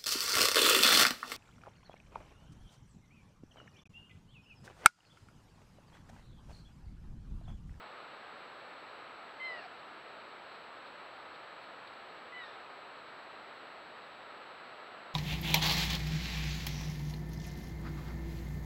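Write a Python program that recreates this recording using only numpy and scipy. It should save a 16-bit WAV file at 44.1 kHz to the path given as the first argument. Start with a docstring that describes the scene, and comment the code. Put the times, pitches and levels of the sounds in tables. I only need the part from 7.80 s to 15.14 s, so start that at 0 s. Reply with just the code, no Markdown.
"""A forest clearing, near a trail camera: a young deer bleats twice and walks off through the grass.
Each bleat is a thin falling squeal that ends in a rasp as the vocal folds slacken; under the first,
the throat flaps in a low growl. Hooves swish and crackle, and the trunks return a faint echo.
The camera's small microphone lays down a steady hiss and its electronics add a faint high whine."""
import sys
import numpy as np
from scipy import signal
from scipy.fft import rfft, irfft
from scipy.io import wavfile

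SR = 44100
rng = np.random.default_rng(int(sys.argv[2]) if len(sys.argv) > 2 else 0)


def master(y):
    """Save y as 16-bit WAV."""
    cut = np.clip(np.atleast_2d(y).T, -1, 1)
    pcm = np.round(cut * 32767)  # scale
    wavfile.write(sys.argv[1], SR, pcm.astype(np.int16))


N = 323694

# colour of the microphone hiss: f/Hz, level/dB
HISS_COLOUR = [(25, -31), (100, -16.5), (300, -7), (620, -0.5), (900, -1.5), (1600, -4), (1950, -6.5),
               (2850, -10), (3350, -14.5), (4350, -14), (4850, -26), (6100, -39.5), (7000, -44.5),
               (15500, -48.5)]
# resonances of the microphone port: f/Hz, width/Hz, lift/dB
PORT_PEAKS = [(1287, 190, 5.1), (1690, 83, 1.3), (3945, 220, 3.7)]
# moments when the whine stumbles: t/s
WHINE_STUMBLES = [1.252, 1.963, 2.149, 3.375]
# hooves in grass and twigs: t/s, length/s, swish level/dB, crackle level/dB
HOOF_STEPS = [(.335, .03, -74, -88), (2.712, .025, -66, -86), (2.743, 0.026, -58, -90),
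              (3.052, .04, -60, -89), (3.19, .03, -68, -88), (3.535, .04, -60, -90), (3.81, .05, -65, -88),
              (4.072, 0.009, -55, -77), (4.128, .02, -61, -89)]
# colour of brushed grass: f/Hz, level/dB
SWISH_COLOUR = [(800, -24), (2500, -1), (4200, 7), (5000, -10), (6500, -39)]
# colour of snapping stems: f/Hz, level/dB
CRACKLE_COLOUR = [(5000, -18), (8000, -4), (9500, 0), (11000, -3), (14000, -14)]
# low throat resonances that the growl rings: f/Hz, width/Hz, level/dB
GROWL_RESONANCES = [(490, 58, -7), (655, 130, 14), (830, 72, -9)]
# mouth resonances that turbulent air rings: f/Hz, width/Hz, level/dB, share of mouth movement followed
RASP_BANDS = [(2620, 410, -3, .3), (4280, 580, 0.5, 1), (5230, 640, -14, 0.041)]
# throat EQ as heard through the microphone, at a mouth opening of 1: f/Hz, level/dB
THROAT_EQ = [(650, 9.5), (1000, -24), (1500, -0.5), (2060, 10.5), (2400, 11), (3050, 7.5), (3800, -4.5),
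             (4120, 9), (4550, 8), (4820, 2.5), (5250, -10.5), (6500, -28), (10400, -18)]
# bleats: t/s, hold/s, sag/s, tail/s, top pitch/Hz, pitch break/Hz, effort/dB, tail fade/dB,
# nasal lift/dB, top brightness/dB, slack brightness/dB, mouth opening/factor, closing in the tail/share
BLEAT_CUES = [(1.597, .053, .15, .068, 1040, 250, -39.5, -2.5, 9.5, -0.5, -1.5, .99, 0.009),
              (4.52, .064, .084, 0.095, 1004, 8, -46, -17, 16, -5, 9, .92, .08)]


def amp(db):
    """Decibels to gain."""
    return 10 ** (np.asarray(db) / 20)


def unit(x):
    """Scales to rms 1."""
    return x / np.sqrt(np.mean(x ** 2) + 1e-20)


def ramp(t, start, length):
    """Climbs from 0 at start to 1 after length, and stays there."""
    return np.clip((t - start) / length, 0, 1)


def eq_db(points, hz):
    """Reads an EQ curve on a log-frequency axis."""
    f, db = np.transpose(points)
    return np.interp(np.log(hz + 1), np.log(f), db)


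def add(mix, start_s, sound):
    """Mixes a sound in at its cue."""
    part = mix[round(start_s * SR):][:len(sound)]
    part += sound[:len(part)]


def noise(colour, peaks=()):
    """Noise of rms 1, shaped by an EQ curve and bell boosts."""
    hz = np.fft.rfftfreq(N, 1 / SR)
    db = eq_db(colour, hz) + sum(lift / (1 + (2 * (hz - f) / width) ** 2) for f, width, lift in peaks)
    return unit(irfft(rfft(rng.standard_normal(N)) * amp(db), N))


def wobble(hz):
    """Random modulation of rms 1, rolling off above hz."""
    f = np.fft.rfftfreq(N, 1 / SR)
    return unit(irfft(rfft(rng.standard_normal(N)) / (1 + (f / hz) ** 2), N))


def microphone_hiss(level_db=-50):
    """The bed: steady hiss, coloured by the resonances of the microphone port."""
    return amp(level_db) * noise(HISS_COLOUR, PORT_PEAKS)


def electronics_whine(hz=7796.3, flips_per_s=59.5, level_db=-79, overtone_db=-102):
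    """A high tone buzzes as it flips its sign; at each brief stumble it jumps in pitch and ducks."""
    t = np.arange(N) / SR
    stumble_s, mean_jump_hz, duck_db = .027, 175, -4
    stumbling = sum((t > start) & (t < start + stumble_s) for start in WHINE_STUMBLES)
    phase = 2 * np.pi * np.cumsum(hz + mean_jump_hz * stumbling * (1 + wobble(300))) / SR
    flips = np.sign(np.sin(np.pi * flips_per_s * t))
    buzz = amp(level_db + duck_db * stumbling) * flips * np.sin(phase)
    return np.sqrt(2) * (buzz + amp(overtone_db) * np.sin(2 * phase))


def trunk_echo(sound, decay_s=.35, wet_db=-22, predelay_s=.015, echoes_per_s=2000):
    """Trunks scatter a faint, short reverb behind the direct sound."""
    t = np.arange(SR // 2) / SR
    taps = rng.standard_normal(len(t)) * (rng.random(len(t)) < echoes_per_s / SR) * (t > predelay_s)
    tail = taps * np.exp(-np.log(1000) * t / decay_s)
    return sound + amp(wet_db) * signal.fftconvolve(sound, tail / np.linalg.norm(tail))[:N]


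def hooves(grain_db=3):
    """Each hoof brushes the grass and cracks a few dry stems."""
    track, t = np.zeros(N), np.arange(N) / SR
    swish = noise(SWISH_COLOUR)
    crackle = unit(noise(CRACKLE_COLOUR) * amp(grain_db * wobble(400)))
    for start, length, swish_db, crackle_db in HOOF_STEPS:
        press = np.sin(np.pi * ramp(t, start, length))
        track += press * (amp(swish_db) * swish + amp(crackle_db) * crackle)
    return track


def throat_growl(level_db=-52.5, fade_s=.0392, hold_s=.13, unevenness=.204, band_hz=(380, 1000)):
    """The throat flaps in uneven, quickening pulses that ring its low resonances."""
    t = np.arange(0, fade_s + hold_s + fade_s, 1 / SR)
    envelope = ramp(t, 0, fade_s) - ramp(t, fade_s + hold_s, fade_s)
    flaps_per_s = np.linspace(66, 96, len(t)) * np.exp(unevenness * wobble(60)[:len(t)])
    clicks = np.diff(np.floor(np.cumsum(flaps_per_s) / SR), prepend=0)
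    band = signal.butter(2, band_hz, "band", fs=SR, output="sos")
    pulses = signal.sosfilt(band, clicks)  # soft, and too small for bass
    ring = sum(amp(db) * np.exp(-np.pi * width * t) * np.cos(2 * np.pi * hz * t)
               for hz, width, db in GROWL_RESONANCES)
    return amp(level_db) * envelope * unit(signal.fftconvolve(pulses, ring)[:len(t)])


def air_rasp(hz, width_hz):
    """Turbulent air rings one mouth resonance: a noise band riding the curve hz."""
    smooth = signal.butter(2, width_hz / 2, fs=SR, output="sos")
    drift = signal.sosfilt(smooth, rng.standard_normal(len(hz)) + 1j * rng.standard_normal(len(hz)))
    return unit((drift * np.exp(2j * np.pi * np.cumsum(hz) / SR)).real)


def bleat_envelopes(hold_s, sag_s, tail_s, top_hz, break_hz, top_db, tail_db, nasal_lift_db,
                    top_bright_db, slack_bright_db, opening, closing, break_s=.11):
    """The voice swells on a held note, sags as the folds slacken, then breaks and trails off."""
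    length = hold_s + sag_s + tail_s
    t = np.arange(0, length, 1 / SR)
    swell, slack = ramp(t, 0, hold_s), ramp(t, hold_s, sag_s)
    tail = np.sqrt(ramp(t, hold_s + sag_s, tail_s))
    breaking = ramp(t, length - break_s, break_s)
    pitch = top_hz * (1 - .0128 * np.sin(np.pi * swell) - .102 * slack) - break_hz * breaking ** 2
    effort_db = top_db - 5.5 * (1 - swell) ** 2 - 9.5 * slack ** 2 + tail_db * tail
    # the nose rings late in the hold, and again as the voice breaks
    nasal_ring = np.exp(-((t - .87 * hold_s) / .041) ** 2)
    nasal_db = -8.5 + nasal_lift_db * nasal_ring + 7.5 * np.sin(np.pi * breaking)
    bright_db = top_bright_db - 9 * (1 - swell ** 2)  # dull attack
    bright_db += (slack_bright_db - top_bright_db) * np.sqrt(slack)
    bright_db -= .47 * tail_db * tail  # air and upper overtones escape part of the fade
    rough = .02 + .42 * slack ** 2 + .22 * tail  # nearly clean on the hold, roughest at the end
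    mouth = opening * (1 - closing * np.sqrt(tail))
    return t, pitch, effort_db, nasal_db, bright_db, rough, mouth


def bleat(shape, jitter=.049, shimmer=.44, flutter_db=3, tilt_db_per_octave=-12, rasp_db=-9,
          edge_s=.0026, harmonics=10):
    """Vocal folds sound a harmonic stack through the throat; slackening, they jitter and air rasps past."""
    t, pitch, effort_db, nasal_db, bright_db, rough, mouth = bleat_envelopes(*shape)
    n, k = len(t), np.arange(1, harmonics + 1)[:, None]
    phase = 2 * np.pi * np.cumsum(pitch * (1 + jitter * rough * wobble(250)[:n])) / SR
    high_shelf = ramp(k * pitch, 3100, 600)  # fades in from 3100 to 3700 Hz
    flutter = wobble(45)[:harmonics * n].reshape(harmonics, n) * (k > 2)  # separate for each overtone
    level_db = tilt_db_per_octave * np.log2(k) + eq_db(THROAT_EQ, k * pitch / mouth)
    level_db += bright_db * high_shelf + flutter_db * flutter + nasal_db * (k == 3)
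    stack = (amp(level_db) * np.sin(k * phase)).sum(0)
    folds = np.sqrt(2) * stack * (1 + shimmer * np.sqrt(rough) * wobble(130)[:n])
    air = sum(amp(db) * air_rasp(hz * mouth ** follow, width) for hz, width, db, follow in RASP_BANDS)
    gate = ramp(np.minimum(t, t[-1] - t), 0, edge_s)
    return amp(effort_db) * gate * (folds + amp(rasp_db + bright_db) * rough * air)


def scene():
    """The mono mix: voice and hooves echo in the clearing, over a bed of hiss and whine."""
    voice = np.zeros(N)
    for start_s, *shape in BLEAT_CUES:
        add(voice, start_s, bleat(shape))
    add(voice, 1.63, throat_growl())  # under the first bleat
    return (trunk_echo(voice + hooves()) + microphone_hiss() + electronics_whine())[None]


def record(dry):
    """The recorder's band limit: a steep high cut at 15750 Hz."""
    low_pass = signal.firwin(1023, 15750, window=("kaiser", 8), fs=SR)
    return signal.oaconvolve(dry, low_pass[None], "same")


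dry = scene()
out = record(dry)
master(out)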